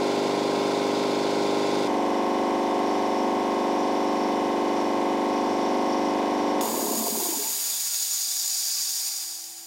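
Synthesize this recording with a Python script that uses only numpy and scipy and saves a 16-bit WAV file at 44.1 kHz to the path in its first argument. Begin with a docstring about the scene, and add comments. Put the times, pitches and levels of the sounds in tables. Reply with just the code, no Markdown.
"""A belt-driven two-cylinder air compressor chugs in a garage, heard first from across the room.
The piston puffs merge into a drone; valves and belt clatter on every turn of the crank.
Then we are beside its gauge, where a loose fitting buzzes in bouts. The pressure switch clicks off:
the pump coasts to rest in ever slower falling thumps, its intake reeds squawking between them,
while the unloader valve hisses the line empty over a faint ring of the tank."""
import sys
import numpy as np
from scipy import signal
from scipy.fft import rfft, irfft, next_fast_len
from scipy.io import wavfile
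from scipy.ndimage import uniform_filter1d, minimum_filter1d

SR = 44100
rng = np.random.default_rng(int(sys.argv[2]) if len(sys.argv) > 2 else 0)


def materialize(psi):
    """Save the field psi as 16-bit PCM at rate SR to the path in sys.argv[1].

    A 1-D psi becomes a single channel; in a 2-D psi each row is a channel.
    """
    bounded = np.clip(np.atleast_2d(psi).T, -1, 1)
    quanta = np.round(bounded * 32767).astype(np.int16)
    wavfile.write(sys.argv[1], SR, quanta)


N = 426006
TIME = np.arange(N) / SR

MOVE_S, TRIP_S, EMPTY_S = 1.875, 6.609, 9.053  # cut to close up; the switch trips; the hiss starts to die
FILLING_HZ, FULL_HZ = 25.1113, 24.7278  # crank speed: filling the tank; labouring against full pressure
COAST_S, FIRST_STROKE = .953, .6  # run-down time; share of a stroke before the first free thump

# tone of the quiet garage (frequency [Hz], gain [dB])
ROOM_TONE = [(30, -14), (150, 0.0), (800, -2), (8000, -16)]
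# tone of the stereo width (frequency [Hz], gain [dB])
WIDTH = [(70, -16), (170, -47), (350, -33.5), (1300, -27.5), (4500, -21.5), (9000, -22.5), (13000, -36)]
# steel modes of the tank under the hiss (start [s], pitch [Hz], level [dB])
TANK_MODES = [(7.6, 333.8, -64.5), (6.8, 737.5, -63), (6.7, 807.5, -68), (6.7, 823.6, -66.5)]

# tone of the air jet (frequency [Hz], gain [dB])
JET_TONE = [(100, -43), (400, -33.5), (730, -21.5), (1400, -21), (3050, -16), (4500, -8), (6800, -4),
            (7600, -5), (10400, -10.5), (15500, -7)]
# peaks and hollows that the switch housing gives the jet (centre [Hz], width [Hz], gain [dB])
HOUSING_PEAKS = [(3600, 120, 3), (4180, 300, -1), (4850, 490, 9.5), (5670, 270, 5.5), (6200, 240, -3),
                 (6860, 840, 8.5), (7510, 240, -8.5), (8350, 250, -4.5), (8720, 380, 4.5), (9780, 440, 3.5),
                 (10100, 290, -1), (11840, 400, 4), (12200, 270, -6), (12900, 700, 5), (13950, 400, -11),
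                 (15000, 600, -0.5)]
# bands of escaping air, each with its own swell
# (low edge [Hz], high edge [Hz], level [dB], swell [dB], crest time [s], half length of swell [s])
AIR_BANDS = [(9900, 19500, -33.6, 4.5, 7.2, 0.9), (7500, 10000, -35.2, 1.3, 7.8, .7),
             (6150, 7500, -35, 3.5, 8.24, 0.83), (4300, 6150, -38.5, 7.5, 8.73, 0.97),
             (3330, 4350, -44.5, 3.5, 8.2, 0.56), (73, 3340, -43.5, 3, 7.14, 1)]

# intake and tank modes that the coasting pump sets ringing (pitch [Hz], ring time [s], gain [dB])
BODY_MODES = [(223, 0.46, 7), (285, .4, -5), (417, 0.56, 8), (546, .45, 7), (701, .3, 3), (884, 0.47, 3),
              (1071, .4, 2)]
# tone of the fluttering reeds and the air drawn past them (frequency [Hz], gain [dB])
REED_TONE = [(70, -28), (150, -15), (215, -2), (420, -2), (500, -4.5), (640, -2), (710, 2), (800, -4.5),
             (915, 2), (1080, -2.5), (1160, -9), (1800, -47)]
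# how the intake passes the thump of an unloaded stroke (frequency [Hz], gain [dB])
INTAKE_TONE = [(50, -20), (90, -7), (150, -5), (215, 3), (420, -0.5), (600, -2), (1400, -22)]
# the last strokes, slow enough to hear one by one (start [s], peak before the intake [dB], pitch [Hz])
LAST_STROKES = [(6.977, -25, 235), (7.008, -22, 245), (7.043, -25, 330), (7.082, -23.5, 396),
                (7.124, -25, 230), (7.172, -24.5, 355), (7.224, -24, 348), (7.287, -23, 328),
                (7.368, -33, 273), (7.388, -32.5, 412)]

# tone of the rattle that comes back on every turn (frequency [Hz], gain [dB])
REPEAT_TONE = [(1400, 1.5), (3300, 0.5), (6000, -8.0), (12000, -3.0)]
# tone of the loose fitting's buzz (frequency [Hz], gain [dB])
BUZZ_TONE = [(2000, -40), (4300, 2), (6200, 4), (9000, -30)]
# bouts in which the fitting buzzes harder (start [s], length [s], level [dB])
BUZZ_BOUTS = [(2.0, 0.49, -57), (2.74, 0.46, -50.5), (3.5, 0.98, -54), (3.75, 0.57, -53), (4.58, .32, -56),
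              (5.25, 0.84, -48.5), (6.1, 0.5, -55)]
# ring of the fitting, the belt guard, and the fins with the copper pipe (centre [Hz], width [Hz], gain [dB])
FITTING_RING = [(4670, 700, 10.5), (5400, 260, 18.5), (5780, 150, 18.5), (6240, 84, 13)]
GUARD_RING = [(1380, 39, 3), (2530, 97, -1), (3490, 260, 4.5), (4230, 130, 5.5), (4800, 370, 3)]
FIN_RING = [(1830, 50, -1), (2700, 100, -6.5), (3560, 40, 5), (7160, 150, 2), (12200, 150, 6),
            (12750, 250, 10)]
# tone of the valve and belt clatter, across the room and close up (frequency [Hz], gain [dB])
FAR_CLATTER = [(30, -30), (70, -19), (130, -1.5), (300, 16.5), (950, 10), (1200, 8), (1400, 5.5),
               (1750, -3), (2100, 5), (3000, -1), (3600, 1.5), (4900, 1), (7000, -5), (11000, -17),
               (16000, -28)]
NEAR_CLATTER = [(30, -24), (120, -3.5), (250, 9), (700, 9), (1050, 11), (1250, 1), (1650, -1.5), (2100, -1),
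                (2800, -3), (4300, -8), (5600, -6), (6600, -12), (9500, -19), (16000, -34)]
# thin tones of the casting (pitch [multiple of crank speed], level [dB])
FAR_SINGING = [(59, -52), (75, -56), (87, -57)]
NEAR_SINGING = [(76, -56), (82, -52.5), (92, -58), (101, -60), (118, -62), (144, -61)]
# overtones of the pump's drone (pitch [multiple of crank speed], relative level [dB])
FAR_OVERTONES = [(4, -27), (5, -23), (6, -16), (7, -31), (8, -12), (9, -17), (10, -5), (11, -17), (12, -2),
                 (13, -12), (14, -6), (15, -24), (16, 0), (17, -18), (18, -9), (19, -12), (20, -10),
                 (21, -10), (22, -8), (23, -16), (24, -9), (25, -18), (26, -14), (27, -22), (28, -11),
                 (29, -16), (30, -26), (31, -27), (32, -11), (33, -13), (34, -16), (35, -22), (36, -17),
                 (37, -19), (38, -13), (39, -21), (40, -19), (41, -23), (42, -13), (43, -26), (44, -28)]
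NEAR_OVERTONES = [(1, -37), (2, -33), (3, -42), (4, -28), (5, -33), (6, -31), (7, -30), (8, -11), (9, -7),
                  (10, -4), (11, -8), (12, 0), (13, -14), (14, -1), (15, -10), (16, -2), (17, -20),
                  (18, -8), (19, -10), (20, -21), (21, -13), (22, -2), (23, -16), (24, -11), (25, -20),
                  (26, -9), (27, -10), (28, -20), (29, -4), (30, -6), (31, -6), (32, -13), (33, -16),
                  (34, -15), (35, -11), (36, -5), (37, -24), (38, -8), (39, -16), (40, -12), (41, -19),
                  (42, -13), (43, -11), (44, -9), (45, -24), (46, -18), (49, -30), (50, -26)]
# puffs within one crank turn: two low piston thumps and the higher chuffs of the valves
# (place [turns], centre [Hz], width [log frequency], weight [dB], lag of lows behind highs [turns])
FAR_PUFFS = [(.349, 559, .22, 4.8, -.038), (.485, 1200, .1, -1.8, -.136), (.554, 357, .48, 1.8, -.073),
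             (.774, 649, .16, 4.7, -.009), (.808, 320, .54, -7.2, .062)]
NEAR_PUFFS = [(.069, 727, .16, 1.6, .026), (.222, 786, .12, 0, -.011), (.312, 1028, .19, -4.1, -.1),
              (.621, 239, .36, -2.8, .25), (.728, 839, .45, -4.4, -.11), (.974, 606, .38, -9.5, .001),
              (.991, 208, .26, 3.1, .071)]


def undb(db):
    """Decibels to gain."""
    return 10 ** (np.asarray(db) / 20)


def unit(x):
    """Scale to rms 1."""
    return x / np.sqrt(np.mean(x ** 2))


def ramp(start_s, length_s):
    """A straight fade from 0 to 1."""
    return np.clip((TIME - start_s) / length_s, 0, 1)


def wander(rate_hz):
    """Smooth random drift with rms 1."""
    hold = max(int(SR / rate_hz), 1)
    steps = np.repeat(rng.standard_normal(N // hold + 1), hold)
    return unit(uniform_filter1d(steps, hold)[:N])


def colour(x, curve, bells=()):
    """EQ: a smooth curve with narrow peaks and hollows on top."""
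    size = next_fast_len(len(x) + 4096)
    hz = np.arange(size // 2 + 1) * SR / size + 1
    curve_hz, curve_db = np.transpose(curve)
    db = np.interp(np.log(hz), np.log(curve_hz), curve_db)
    for centre, width, height in bells:
        db = db + height * np.exp(-2 * ((hz - centre) / width) ** 2)
    return irfft(rfft(x, size) * undb(db), size)[:len(x)]


def band(x, lo_hz, hi_hz):
    """Steep band-pass."""
    return signal.sosfilt(signal.butter(4, [lo_hz, hi_hz], "band", fs=SR, output="sos"), x)


def reverb(x, t60, wet_db):
    """Direct sound followed by a dense tail of reflections."""
    t = np.arange(SR // 2) / SR
    tail = rng.standard_normal(len(t)) * np.exp(-np.log(1000) * t / t60) * (1 - np.exp(-t / 0.0077))
    echo = signal.fftconvolve(x, tail / np.linalg.norm(tail))[:N]
    return (x + undb(wet_db) * echo) / np.hypot(1, undb(wet_db))


def room_tone(level_db=-63):
    """A soft, dark bed of garage air."""
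    return undb(level_db) * unit(colour(rng.standard_normal(N), ROOM_TONE))


def tank(fade_in_s=0.83):
    """A few steel modes sing faintly as the air escapes."""
    out = 0
    for start, hz, db in TANK_MODES:
        gain = undb(db + 0.79 * wander(3.8)) * ramp(start, fade_in_s)
        out = out + gain * np.sqrt(2) * np.sin(2 * np.pi * hz * TIME)
    return out


def whistle(at_s=7.745, half_length_s=.028, hz=3500, width_hz=160, level_db=-40):
    """The jet catches a pipe resonance for an instant."""
    note = unit(band(rng.standard_normal(N), hz - width_hz / 2, hz + width_hz / 2))
    return undb(level_db) * np.exp(-((TIME - at_s) / half_length_s) ** 2) * note


def switch(level_db=-29, decay_s=.004):
    """The contacts of the pressure switch spring apart with one dry click."""
    fade = (TIME >= TRIP_S) * np.exp(-np.maximum(TIME - TRIP_S, 0) / decay_s)
    return undb(level_db) * fade * unit(band(rng.standard_normal(N), 1500, 7000))


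def unloader(rough_db=0.06, spit_db=-1.0, spits_per_s=90):
    """A turbulent, slightly spitting jet; as pressure falls its weight sinks from the top downward."""
    spits = (rng.random(N) < spits_per_s / SR) * rng.standard_normal(N)
    spits = signal.lfilter([1], [1, -np.exp(-1 / (0.00052 * SR))], np.abs(spits))
    turbulence = undb(rough_db * wander(250)) + undb(spit_db) * spits
    age = np.maximum(TIME - TRIP_S, 0)
    puff_db = 4.5 * np.exp(-age / 0.025)  # first puff as the valve lifts
    opening_db = -5.5 * np.exp(-age / 0.24)  # it snaps part way, then eases fully open
    dying_s = np.maximum(TIME - EMPTY_S, 0)
    hiss = 0
    for lo_hz, hi_hz, db, swell_db, crest_s, half_length_s in AIR_BANDS:
        jet = reverb(rng.standard_normal(N) * turbulence, t60=0.068, wet_db=-7)
        air = unit(band(colour(jet, JET_TONE, HOUSING_PEAKS), lo_hz, hi_hz))
        swell = np.exp(-((TIME - crest_s) / half_length_s) ** 2)
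        fall_db_per_s = 18 if lo_hz < 1000 else 22  # the low rush hangs on longer
        hiss = hiss + air * undb(db + swell_db * swell - fall_db_per_s * dying_s)
    return hiss * undb(puff_db + opening_db + 0.43 * wander(35)) * ramp(TRIP_S, 0.0015)


def body(x):
    """The intake and the tank ring on after whatever shakes them."""
    ring = 0
    for hz, t60, db in BODY_MODES:
        q = np.pi * hz * t60 / np.log(1000)
        ring = ring + undb(db) * signal.lfilter(*signal.iirpeak(hz, q, fs=SR), x)
    return x + ring


def reeds(speed, turns, flutter_db=-30.5, linger_db=-52, squawk_db=-38, squawk_hz=880, rise_hz=750):
    """Intake reeds flutter and squawk between coasting strokes; the flutter lingers after the stop."""
    strokes = 2 * (turns - np.interp(TRIP_S, TIME, turns)) - FIRST_STROKE
    slowing_db = 6 * np.log2(speed + 1e-9)
    pulse_db = 2.5 * np.cos(2 * np.pi * (strokes - 0.64))
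    pumped = undb(flutter_db + slowing_db + pulse_db)
    lingering = undb(linger_db) * np.sqrt(1 - ramp(TRIP_S + COAST_S, 0.33))
    flutter = unit(colour(rng.standard_normal(N), REED_TONE)) * np.hypot(pumped, lingering)
    off_peak = (strokes - .7 + .5) % 1 - .5  # each rising squawk peaks 0.7 of a stroke late
    hz = (squawk_hz + rise_hz * off_peak) * (1 + 0.019 * wander(300))
    draw = np.sqrt(np.minimum(speed / 0.24, 1))  # near a stall the pistons barely draw air
    gain = undb(squawk_db) * np.exp(-(off_peak / 0.11) ** 2) * draw
    squawk = gain * np.sqrt(2) * np.sin(2 * np.pi * np.cumsum(hz) / SR)
    return (flutter + squawk) * ramp(TRIP_S, 0.023)


def coasting(stroke_db=-20.5, stroke_hz=260, rise_s=.0013, sweep=1.5, sweep_s=0.002):
    """Piston thumps, two a turn: each falls onto its note, and lasts longer as the crank slows."""
    strokes_to_rest = FULL_HZ * COAST_S
    travel = np.arange(FIRST_STROKE, strokes_to_rest) / strokes_to_rest
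    starts = TRIP_S + COAST_S * (1 - np.sqrt(1 - travel)) - rise_s
    starts = starts[starts < LAST_STROKES[0][0] - .5 / FULL_HZ]
    scatter = rng.standard_normal((len(starts), 2))
    quick_strokes = [(start, stroke_db + louder_db, stroke_hz * np.exp(.13 * detune))
                     for start, (louder_db, detune) in zip(starts, scatter)]
    t = np.arange(SR // 10) / SR
    thumps = np.zeros(N)
    for start, db, hz in quick_strokes + LAST_STROKES:
        speed = max(1 - (start - TRIP_S) / COAST_S, .1)
        age = t * speed / rise_s
        pitch = hz * (1 + sweep * speed * np.exp(-t / sweep_s))
        phase = 2 * np.pi * np.cumsum(pitch) / SR
        at = int(start * SR)
        thumps[at:at + len(t)] += undb(db) * age * np.exp(1 - age) * np.sin(phase)
    return reverb(colour(thumps, INTAKE_TONE), t60=0.57, wet_db=-7)


def singing(turns, tones, waver_db=0.5):
    """Thin steady tones of the casting, locked to the crank."""
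    out = 0
    for multiple, db in tones:
        gain = undb(db + waver_db * wander(5))
        out = out + gain * np.sqrt(2) * np.sin(2 * np.pi * (multiple * turns + rng.random()))
    return out


def clatter(turns, repeat, pulse_db):
    """Valve and belt rattle, pulsing with the strokes: part comes back on every turn, part is new."""
    pattern = rng.standard_normal(SR // 25)
    place = (turns + 0.00029 * wander(25)) % 1
    looped = colour(np.interp(place, np.linspace(0, 1, len(pattern)), pattern), REPEAT_TONE)
    looped = unit(band(band(looped, 1150, 16000), 1150, 16000))
    fresh = reverb(rng.standard_normal(N), t60=0.081, wet_db=-6)
    pulse = np.cos(4 * np.pi * turns) + 0.7 * np.cos(2 * np.pi * turns)
    return (repeat * looped + fresh) * undb(pulse_db * pulse)


def fitting(turns, rest_db=-57.5, edge_s=0.095, wander_db=1.7):
    """A loose fitting buzzes with the crank, faintly throughout and harder in swelling bouts."""
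    gain = undb(rest_db)
    for start, length, db in BUZZ_BOUTS:
        bout = ramp(start, edge_s) - ramp(start + length, edge_s)
        gain = np.hypot(gain, undb(db) * bout)
    buzz = colour(clatter(turns, repeat=1.0, pulse_db=-0.2), BUZZ_TONE, FITTING_RING)
    return gain * undb(wander_db * wander(7)) * unit(buzz)


def valve_slap(turns, place, db, half_length_turns=0.028):
    """An accent for the rattle: its gain jumps once a turn, as a valve slaps shut."""
    off_peak = (turns - place + .5) % 1 - .5
    return undb(db * np.exp(-(off_peak / half_length_turns) ** 2))


def drone(turns, overtones, puffs, scatter_rad, waver_db, bright_db):
    """The puffs of each turn merge into a chugging drone; intake and room weight each overtone."""
    place, centre_hz, width, puff_db, glide = np.transpose(puffs)
    out = 0
    for k, db in overtones:
        # the puffs nearest in pitch set this overtone's timing within the turn
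        above = np.log(k * FULL_HZ / centre_hz)
        arrival = place - glide * (above - 1)
        weight = undb(puff_db) * np.exp(-.5 * (above / width) ** 2)
        lag = np.angle(np.sum(weight * np.exp(2j * np.pi * k * arrival)))
        lag = lag + scatter_rad * wander(30)  # no two turns are quite alike
        gain = undb(db + bright_db * k / len(overtones) + waver_db * wander(6))
        out = out + gain * np.cos(2 * np.pi * k * turns - lag)
    return unit(out)


def crank():
    """Share of working speed, and turns made: steady under load, then friction slows it evenly."""
    speed = 1 - ramp(TRIP_S, COAST_S)
    working_hz = np.where(TIME < MOVE_S, FILLING_HZ, FULL_HZ)
    return speed, np.cumsum(speed * working_hz) / SR


def pump_far(turns, drone_db=-25, rattle_db=-32):
    """The loaded pump from across the room, its clatter ringing the belt guard."""
    chug = drone(turns, FAR_OVERTONES, FAR_PUFFS, scatter_rad=0.056, waver_db=0.6, bright_db=3)
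    tones = undb(drone_db) * chug + singing(turns, FAR_SINGING)
    rattle = clatter(turns, repeat=0.39, pulse_db=0.5) * valve_slap(turns, place=0.836, db=3)
    return tones + undb(rattle_db) * unit(colour(rattle, FAR_CLATTER, GUARD_RING))


def pump_near(speed, turns, drone_db=-23.5, rattle_db=-35.5):
    """The pump close up: the drone drops out at the trip, the rattle dies away with the speed."""
    chug = drone(turns, NEAR_OVERTONES, NEAR_PUFFS, scatter_rad=0.096, waver_db=0.87, bright_db=1)
    tones = undb(drone_db) * chug + singing(turns, NEAR_SINGING)
    slaps = valve_slap(turns, place=0.776, db=3.5) * valve_slap(turns, place=0.465, db=1.5)
    rattle = clatter(turns, repeat=0.58, pulse_db=0.2) * slaps
    rattle = undb(rattle_db) * unit(colour(rattle, NEAR_CLATTER, FIN_RING)) + fitting(turns)
    return tones * (1 - ramp(TRIP_S, 0.065)) + rattle * speed ** 3


def scene():
    """Everything sits in the centre; only a faint, diffuse wash differs between the ears."""
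    speed, turns = crank()
    bed = room_tone()
    close_up = ramp(MOVE_S, 0.0037)
    pump = pump_far(turns) * (1 - close_up) + pump_near(speed, turns) * close_up
    run_down = body(coasting() + reeds(speed, turns))
    mid = bed + pump + run_down + switch() + unloader() + whistle() + tank()
    side = colour(reverb(mid, t60=.07, wet_db=30), WIDTH)
    return np.array([mid + side, mid - side])


def record(dry, ceiling=0.18, top_hz=15800):
    """A fast limiter holds the peaks down, then the top is cut."""
    window = SR // 250
    needed_gain = np.minimum(1, ceiling / (np.abs(dry).max(axis=0) + 1e-9))
    gain = uniform_filter1d(minimum_filter1d(needed_gain, window), window)
    return signal.sosfilt(signal.ellip(10, .2, 80, top_hz, fs=SR, output="sos"), dry * gain)


dry = scene()
out = record(dry)
materialize(out)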